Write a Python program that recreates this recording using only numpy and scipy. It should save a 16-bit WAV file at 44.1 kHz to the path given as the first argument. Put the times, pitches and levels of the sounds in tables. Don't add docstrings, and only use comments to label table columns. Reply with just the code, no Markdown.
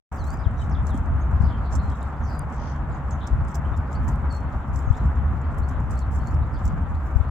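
import sys
import numpy as np
from scipy import signal
from scipy.fft import rfft, irfft
from scipy.io import wavfile
from scipy.ndimage import uniform_filter1d

SR = 44100
rng = np.random.default_rng(int(sys.argv[2]) if len(sys.argv) > 2 else 0)


def dump_mix(stems):
    frames = np.atleast_2d(stems).T
    limited = np.clip(frames, -1, 1)
    pcm = np.round(limited * 32767).astype(np.int16)
    wavfile.write(sys.argv[1], SR, pcm)


N = 321930
TIME = np.arange(N) / SR
FREQS = np.arange(N // 2 + 1) * SR / N


def claw_ticks(contact_s, skid_s, spot_q):
    # (time [s], peak level [dB], brightest pitch [Hz], skid against peak [dB])
    footfalls = [(0.242, -43, 6200, -22), (.3041, -38, 7100, -24), (0.3182, -49, 7200, -22),
                 (0.372, -46, 5200, -24), (.6974, -44, 6400, -24), (0.868, -42, 6160, -4),
                 (.9056, -47, 9000, -24), (.945, -46, 7340, -16), (.954, -47, 7000, -20),
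                 (0.9756, -42, 7900, -9), (1.0593, -51.5, 6200, -26), (1.4217, -49, 5800, -12),
                 (1.7253, -43, 5240, -4), (1.7528, -34, 6150, -3.5), (1.7599, -39, 6100, -14),
                 (1.9011, -47, 7160, -11), (2.029, -42, 8970, -22), (2.4999, -53, 5600, -18),
                 (2.5249, -49, 6200, -12), (2.762, -50, 6000, -18), (3.1087, -42.5, 5600, -3),
                 (3.2745, -38, 6200, -13), (3.4488, -50, 7550, -14), (3.4837, -47, 7400, -16),
                 (3.5445, -36.5, 5580, -9), (3.5541, -36, 5640, -20), (3.7757, -47.5, 7150, -12),
                 (3.929, -45, 6500, -7), (4.0818, -39, 7840, -7), (4.0881, -40, 7600, -9),
                 (4.158, -50, 10400, -20), (4.3256, -41, 7550, -10), (4.759, -38, 6800, -6.5),
                 (4.79, -41, 7500, -9), (4.972, -57, 7000, -8), (5.415, -55, 7060, -7),
                 (5.5846, -41.5, 11500, -14), (5.6877, -45.5, 6440, -14), (5.6928, -48, 7000, -13),
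                 (5.8036, -49.5, 7420, -18), (5.9092, -41, 8500, -16), (5.9137, -43, 7070, -9),
                 (5.9555, -47, 8000, -20), (5.991, -40, 6840, -16), (6.1318, -51, 7000, -12),
                 (6.1582, -46, 7500, -4), (6.272, -40, 6900, -21), (6.3428, -45, 5600, -24),
                 (6.6656, -46, 7000, -16), (6.6783, -39.5, 7100, -10)]
    t = TIME[:SR // 25]
    bite = t / contact_s * np.exp(1 - t / contact_s)
    skid = (1 - np.exp(-t / contact_s)) * np.exp(-t / skid_s)
    rubbing = unit(board_ring(rng.standard_normal((2, N)), crack_db=-14.5))
    treble_band = signal.butter(2, [4200, 9700], "band", fs=SR)
    cracks, skids = np.zeros(N), np.zeros((2, N))
    for s, db, hz, skid_db in footfalls:
        spot = signal.iirpeak(hz, spot_q, fs=SR)
        burst = signal.lfilter(*treble_band, bite * rng.standard_normal(len(t)))
        crack = signal.lfilter(*spot, burst)
        add(cracks, s, undb(db) * crack / np.abs(crack).max())
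        rub = signal.lfilter(*spot, rubbing[:, int(s * SR):][:, :len(t)])
        add(skids, s, undb(db + skid_db) * skid * unit(rub))
    return from_feeder(cracks) + skids


def claw_scrapes(slips_per_s, catches_per_s, catch_db, rest_db):
    sound = 0
    for stiffness in (.93, 1, 1.06):
        slips = rng.random(N) < slips_per_s / SR
        catches = (rng.random(N) < catches_per_s / SR) * undb(catch_db)
        force = (slips + catches) * rng.standard_normal((2, N)) * undb(5 * wander(40))
        sound = sound + board_ring(force, crack_db=-17.5, stiffness=stiffness)
    sound = unit(sound)
    body = shape(sound, 1 / (1 + (FREQS / 8700) ** 20))
    treble = sound - body
    body_gain, treble_gain = drag_pressure() + undb(rest_db)
    return body * body_gain + treble * treble_gain


def drag_pressure():
    # (start [s], length [s], relative level [dB], extra treble [dB])
    drags = [(0.102, 0.18, -61, 3), (0.216, 0.19, -58, 2), (0.574, 0.1, -59, -6), (0.848, 0.072, -54.5, -3),
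             (0.916, .11, -61, 2), (1.705, 0.054, -51, -17), (1.734, 0.04, -48, -2),
             (1.825, 0.29, -65.5, -3), (2.238, 0.17, -66.5, 5), (2.51, 0.066, -58.5, -10),
             (3.268, 0.015, -45, -13), (3.47, 0.055, -59.5, -9), (3.541, 0.026, -45, -4),
             (3.55, 0.012, -38, 1), (3.761, 0.023, -56, -2), (3.905, 0.074, -60, -3), (4.02, 0.15, -68, 10),
             (4.076, 0.021, -54, 4), (4.293, .12, -54.5, -4), (4.728, 0.065, -53, -2),
             (4.79, 0.072, -64, 1), (4.89, 0.21, -61.5, -10), (5.575, 0.032, -56.5, 5),
             (5.675, 0.063, -58, 0), (5.895, 0.061, -53.5, -1.5), (5.958, 0.1, -63, 0),
             (6.105, 0.12, -56.5, 0), (6.216, 0.16, -60, 0), (6.584, .11, -62.5, -6),
             (6.64, 0.075, -59, -1), (6.92, .37, -72, 7.5)]
    pressure = np.zeros((2, N))
    for s, length, db, treble_db in drags:
        progress = np.linspace(0, 1, int(length * SR))
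        envelope = np.interp(progress, [0, .33, 1], [0, 1, 0]) ** 0.75
        add(pressure, s, undb([[db], [db + treble_db]]) * envelope)
    return pressure


def board_ring(force, crack_db, stiffness=1):
    # (pitch [Hz], relative level [dB], time to fade by 60 dB [s])
    modes = [(3260, 3, .014), (5430, 11, 0.021), (6170, 12.5, 0.037), (7400, 11, 0.014), (7170, 7, 0.02),
             (8800, -3, 0.0092), (12200, -6.5, 0.0014), (14600, -14, .005)]
    ring = sum(undb(db) * resonance(hz * stiffness, np.log(1000) / np.pi / t60) for hz, db, t60 in modes)
    crack = undb(crack_db) * resonance(7600, 11000)
    low_cut = FREQS ** 4 / (FREQS ** 4 + 3000 ** 4)
    return shape(force, (ring + crack) * low_cut)


def shell_snap(at_s, rise_s, level_db):
    # (pitch [Hz], half width [Hz], relative level [dB])
    modes = [(4800, 1200, -27), (7540, 510, -8), (8370, 970, -10), (9100, 600, 1), (13300, 1300, -20)]
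    t = TIME[:SR // 50]
    force = np.zeros(N)
    add(force, at_s, t / rise_s * np.exp(-t / rise_s) * rng.standard_normal(len(t)))
    crack = shape(force, sum(undb(db) * resonance(hz, 2 * half) ** 2 for hz, half, db in modes))
    strength = np.sqrt(np.sum(crack ** 2) / (SR // 1000))
    return from_feeder(undb(level_db) * crack / strength)


def box_knocks(hz, t60):
    # (time [s], peak level [dB])
    thuds = [(0.945, -18.5), (4.073, -30), (5.013, -26.5)]
    out, t = np.zeros(N), TIME[:SR // 4]
    for s, db in thuds:
        add(out, s, np.sin(2 * np.pi * hz * t) * undb(db - 60 * t / t60))
    return out


def near_birds(trill_hz, trill_depth, flicker_db, scatter):
    # (start [s], length [s], first pitch [Hz], last pitch [Hz],
    # glide done by half way [share], relative level [dB], roughness [0 = pure])
    notes = [(0.17, 0.084, 5200, 3800, 0.68, -55, 0.1), (0.176, 0.049, 5950, 6340, 0.6, -60, 0.3),
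             (0.244, 0.125, 3860, 4950, 0.68, -57, 0.12), (0.382, 0.032, 5100, 5020, 0.46, -58.5, 0.54),
             (.436, .034, 4060, 3030, 0.62, -51.5, 0.26), (0.571, 0.036, 6100, 5620, 0.38, -62, 0.2),
             (0.591, 0.014, 3700, 3520, .5, -48.5, 0.63), (0.612, 0.022, 3100, 3000, 0.51, -48.5, 0.02),
             (0.708, 0.027, 6500, 4550, 0.54, -54, 0.42), (0.744, 0.027, 4030, 2940, 0.55, -49, 0.44),
             (0.865, 0.11, 5060, 3200, 0.83, -56.5, 0.33), (1.205, 0.027, 6340, 6800, 0.34, -59.5, 0.2),
             (1.39, 0.12, 5580, 4140, 0.65, -59.5, 1.1), (1.476, 0.087, 3670, 2940, 0.58, -55, .8),
             (1.638, 0.039, 4240, 3630, 0.44, -57.5, 0.94), (1.781, 0.042, 3910, 4200, 0.66, -54.5, .5),
             (1.812, 0.11, 4280, 4050, 0.45, -64, 0.17), (1.91, 0.016, 2980, 4100, 0.35, -54, 0.5),
             (1.945, 0.015, 3920, 3170, 0.46, -57, 0.5), (2.015, 0.012, 3200, 4140, 0.61, -59, .4),
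             (2.135, .02, 3150, 3650, 0.6, -62, 0.35), (2.21, 0.16, 6670, 3950, 0.61, -57, 0.5),
             (2.245, 0.052, 4250, 4750, 0.55, -65, .07), (2.275, .16, 4920, 4760, 0.44, -58, 0.03),
             (2.914, .055, 7900, 6500, 0.81, -62.5, 0.3), (3.098, 0.048, 8260, 6560, 0.92, -54, 0.24),
             (3.198, 0.044, 3440, 3590, 0.38, -51.5, 0.96), (3.647, 0.02, 3000, 3100, 0.55, -53, 0.4),
             (3.732, .025, 3510, 3670, .5, -60, 0.16), (3.949, 0.0185, 4030, 4830, 0.61, -50.5, 0.23),
             (4.299, .034, 4560, 4320, 0.7, -47, .06), (4.314, 0.074, 4360, 4300, 0.82, -49.5, .05),
             (4.847, 0.073, 7200, 6070, 0.73, -67, .07), (4.923, .036, 3000, 3970, 0.37, -57, 0.34),
             (4.97, .04, 4200, 3730, 0.45, -62, 0.55), (5.622, 0.033, 3920, 4640, 0.61, -61, 0.25),
             (5.964, 0.031, 4100, 4650, 0.6, -58, 0.2), (6.009, 0.029, 4600, 3650, 0.51, -57, 0.28),
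             (6.2, 0.033, 4050, 4630, 0.65, -62, 0.3), (6.258, 0.036, 4330, 4420, .5, -57, 0.25),
             (6.418, 0.024, 3400, 4180, 0.66, -64, .45), (6.525, 0.047, 5200, 4500, 0.63, -58, 0.5),
             (6.565, .017, 3330, 3600, .5, -57, .35), (6.938, .025, 3070, 5120, 0.42, -62, .36)]
    direct, scattered = np.zeros((2, N)), np.zeros((2, N))
    trill = .7 * np.sin(2 * np.pi * trill_hz * TIME) + wander(400)
    flicker = flicker_db * wander(130)
    for s, length, start_hz, end_hz, bend, db, rough in notes:
        start = int(s * SR)
        pitches_hz = start_hz, start_hz + bend * (end_hz - start_hz), end_hz
        note = whistle(length, pitches_hz, trill_depth * rough * trill[start:])
        note *= undb(db + min(5 * rough, 1) * flicker[start:start + len(note)])
        share = min(scatter * rough, 1)
        add(direct, s, (1 - share) * note)
        add(scattered, s, share * note)
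    blurred = tree_echo(undb(-4) * scattered, t60=0.23, echo_db=4.5)
    return tree_echo(direct, t60=.3, echo_db=-15) + blurred


def far_birds(low_hz, high_hz, glide, count):
    out = np.zeros(N)
    quiver = .07 * wander(300)
    for when, pitch, length, faintness, *bends in rng.random((count, 7)):
        centre_hz = low_hz * (high_hz / low_hz) ** (pitch ** 2)
        pitches_hz = centre_hz * (1 + glide * (np.array(bends) - .5))
        chirp = whistle(.015 + .035 * length, pitches_hz, quiver)
        add(out, when * N / SR, undb(-6 * faintness) * chirp)
    return np.array([out, out])


def whistle(length_s, pitches_hz, wobble):
    progress = np.linspace(0, 1, int(length_s * SR))
    arch_hz = np.polyval(np.polyfit([0, .5, 1], pitches_hz, 2), progress)
    phase = 2 * np.pi * np.cumsum(arch_hz * (1 + wobble[:len(progress)])) / SR
    envelope = np.abs(np.sin(np.pi * progress)) ** (2 / 3)
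    return 2 * envelope * np.sin(phase)


def dry_rasp(start_s, rate_hz, jitter, level_db):
    # (pitch [Hz], width [Hz], relative level [dB])
    peaks = [(3400, 1500, 0), (4760, 2400, 2), (5700, 1100, -4)]
    phase = np.cumsum(rate_hz * (1 + jitter * wander(66))) / SR % 1
    pulses = rng.standard_normal((2, N)) * np.exp(-phase / 0.9)
    colour = sum(undb(db) * resonance(hz, width) ** 2 for hz, width, db in peaks)
    high_cut = 1 / (1 + (FREQS / 7200) ** 10)
    envelope = np.interp(TIME, start_s + np.cumsum([0, .13, .075, .03]), [0, 1, 1, 0])
    return unit(shape(pulses, colour * high_cut)) * undb(level_db) * envelope


def far_hoot(middle_s, half_length_s):
    # (pitch [Hz], width [Hz], level [dB])
    bands = [(593, 22, -43), (908, 98, -39)]
    tones = sum(undb(db) * unit(shape(rng.standard_normal(N), resonance(hz, width) ** 2))
                for hz, width, db in bands)
    return tones * np.exp(-2 * ((TIME - middle_s) / half_length_s) ** 2)


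def wind_puffs(right_db, spread):
    # (middle time [s], level [dB], pitch [Hz])
    puffs = [(0.471, -6.5, 77), (1.409, -4.5, 95), (1.44, -9.5, 88), (3.332, -7.5, 80), (3.597, -14, 128),
             (3.722, -13, 75), (4.879, -8.5, 81.6), (4.909, -1, 78.4), (5.6, -12, 64.7), (7.164, -4, 64.6),
             (7.208, -7.5, 72)]
    out, t = np.zeros(N), TIME[:SR // 10] - 1 / 20
    for s, db, hz in puffs:
        phase = 2 * np.pi * hz * t
        add(out, s + t[0], -undb(db) * np.sin(phase) / (1 + (phase / spread) ** 4))
    return np.array([out, undb(right_db) * out])


def traffic_rumble(drone_hz, width_hz, drone_db, waver_db):
    # (frequency [Hz], relative level [dB])
    spectrum = [(20, -18.5), (35, -12.5), (50, -3), (70, -3), (90, -7.5), (125, -11), (170, -16),
                (250, -21.5), (330, -37), (600, -81.5)]
    # (time [s], relative level [dB])
    swell = [(.1, -30.5), (.7, -24.5), (1.7, -26), (2.5, -30.5), (4.1, -26), (5.3, -25.5), (6.2, -25),
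             (7.3, -28)]
    # (time [s], relative level [dB])
    octave_swell = [(1.8, -49), (2.4, -37.5), (3.6, -38.5), (4.7, -43), (5.4, -49.5)]
    drone_boost = 1 + undb(drone_db) * np.abs(resonance(drone_hz, width_hz))
    noise = outdoor_noise(undb(over_hz(spectrum)) * drone_boost)
    steady = noise / np.sqrt(uniform_filter1d(noise.mean(axis=0) ** 2, size=SR // 7))
    octave = outdoor_noise(resonance(2 * drone_hz, 2 * width_hz) ** 2) * undb(over_time(octave_swell))
    return steady * undb(over_time(swell) + waver_db * wander(8.6)) + octave


def tyre_hush(flutter_db):
    # (frequency [Hz], relative level [dB])
    spectrum = [(100, 1), (240, 5), (320, -2), (420, -6), (600, -3.5), (850, -0.5), (1300, -2.5),
                (1700, -10.5), (2500, -23), (3600, -36), (5000, -45.5), (7500, -46.5), (9300, -50.5),
                (10400, -64.5), (11600, -63.5), (16000, -62)]
    # (time [s], relative level [dB])
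    swell = [(0.1, -38.5), (1.2, -38), (2.6, -38.5), (4.5, -37.5), (7.3, -39)]
    return outdoor_noise(undb(over_hz(spectrum))) * undb(over_time(swell) + flutter_db * wander(23))


def outdoor_noise(gain):
    # (frequency [Hz], correlation [0 to 1])
    likeness = [(30, 0.85), (70, 0.79), (150, 0.99), (300, 0.95), (700, 0.8), (1400, 0.72), (2500, 0.11),
                (5000, 0.029)]
    alike = over_hz(likeness)
    mid = shape(rng.standard_normal(N), gain * np.sqrt(1 + alike))
    side = shape(rng.standard_normal(N), gain * np.sqrt(1 - alike))
    return np.array([mid + side, mid - side]) / mid.std()


def tree_echo(x, t60, echo_db):
    t = TIME[:SR]
    tail = rng.standard_normal((2, SR)) * undb(-60 * t / t60) * (1 - np.exp(-t / 0.0051))
    tail /= np.sqrt(np.sum(tail ** 2, axis=1, keepdims=True))
    return x + undb(echo_db) * signal.fftconvolve(x, tail, axes=1)[:, :N]


def from_feeder(x, lag_s=.00002):
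    return np.array([shape(x, np.exp(-2j * np.pi * FREQS * lag_s)), x])


def undb(db):
    return 10 ** (np.asarray(db) / 20)


def unit(x):
    return x / np.sqrt(np.mean(x ** 2))


def over_time(rows):
    return np.interp(TIME, *np.transpose(rows))


def over_hz(rows):
    hz, value = np.transpose(rows)
    return np.interp(np.log(FREQS + 1), np.log(hz), value)


def shape(x, gain):
    return irfft(rfft(x) * gain, N)


def resonance(hz, width_hz):
    return 1j * FREQS * width_hz / (hz ** 2 - FREQS ** 2 + 1j * FREQS * width_hz)


def wander(rate_hz):
    return unit(shape(rng.standard_normal(N), np.exp(-(FREQS / rate_hz) ** 2)))


def add(out, s, sound):
    start = max(int(s * SR), 0)
    part = out[..., start:start + sound.shape[-1]]
    part += sound[..., :part.shape[-1]]


def scene():
    ticks = claw_ticks(contact_s=.0005, skid_s=.006, spot_q=1.8)
    scrapes = undb(-3.5) * claw_scrapes(slips_per_s=680, catches_per_s=22, catch_db=4, rest_db=-71.5)
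    claws = tree_echo(ticks + scrapes, t60=0.075, echo_db=-11)
    snap = shell_snap(at_s=2.3928, rise_s=0.00034, level_db=-32.5)
    squirrel = claws + snap + box_knocks(hz=254, t60=0.052)
    song = undb(-6) * near_birds(trill_hz=176, trill_depth=0.083, flicker_db=2, scatter=1.5)
    chirps = undb(-76.5) * far_birds(low_hz=2685, high_hz=4530, glide=0.22, count=210)
    twitter = tree_echo(chirps, t60=0.15, echo_db=5.5)
    rasp = tree_echo(dry_rasp(start_s=2.51, rate_hz=54, jitter=0.27, level_db=-57), t60=0.28, echo_db=-5.5)
    rumble = undb(2) * traffic_rumble(drone_hz=70.5, width_hz=8.2, drone_db=6, waver_db=2.5)
    hoot = far_hoot(middle_s=2.6, half_length_s=0.058)
    wind = wind_puffs(right_db=-28.5, spread=2.35)
    hush = undb(1.71) * tyre_hush(flutter_db=0.91)
    return squirrel + song + twitter + rasp + hoot + wind + rumble + hush


def record(dry):
    # (frequency [Hz], left minus right [dB])
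    balance = [(40, 1.5), (100, 1), (380, -1), (700, 2.5), (1300, -1), (2600, 3.5), (4400, 1.5),
               (5400, -3.5), (6300, -9.5), (7600, -9), (9500, -0.5), (11000, -7), (15000, -7)]
    start_s, fade_s, top_hz = .115, .006, 15800
    tilt_db = over_hz(balance) / 2
    fade = np.clip(np.minimum(TIME - start_s, TIME[-1] - TIME) / fade_s, 0, 1)
    heard = shape(dry * fade, undb([tilt_db, -tilt_db]))
    return signal.sosfilt(signal.ellip(10, .2, 80, top_hz, fs=SR, output="sos"), heard)


dry = scene()
out = record(dry)
dump_mix(out)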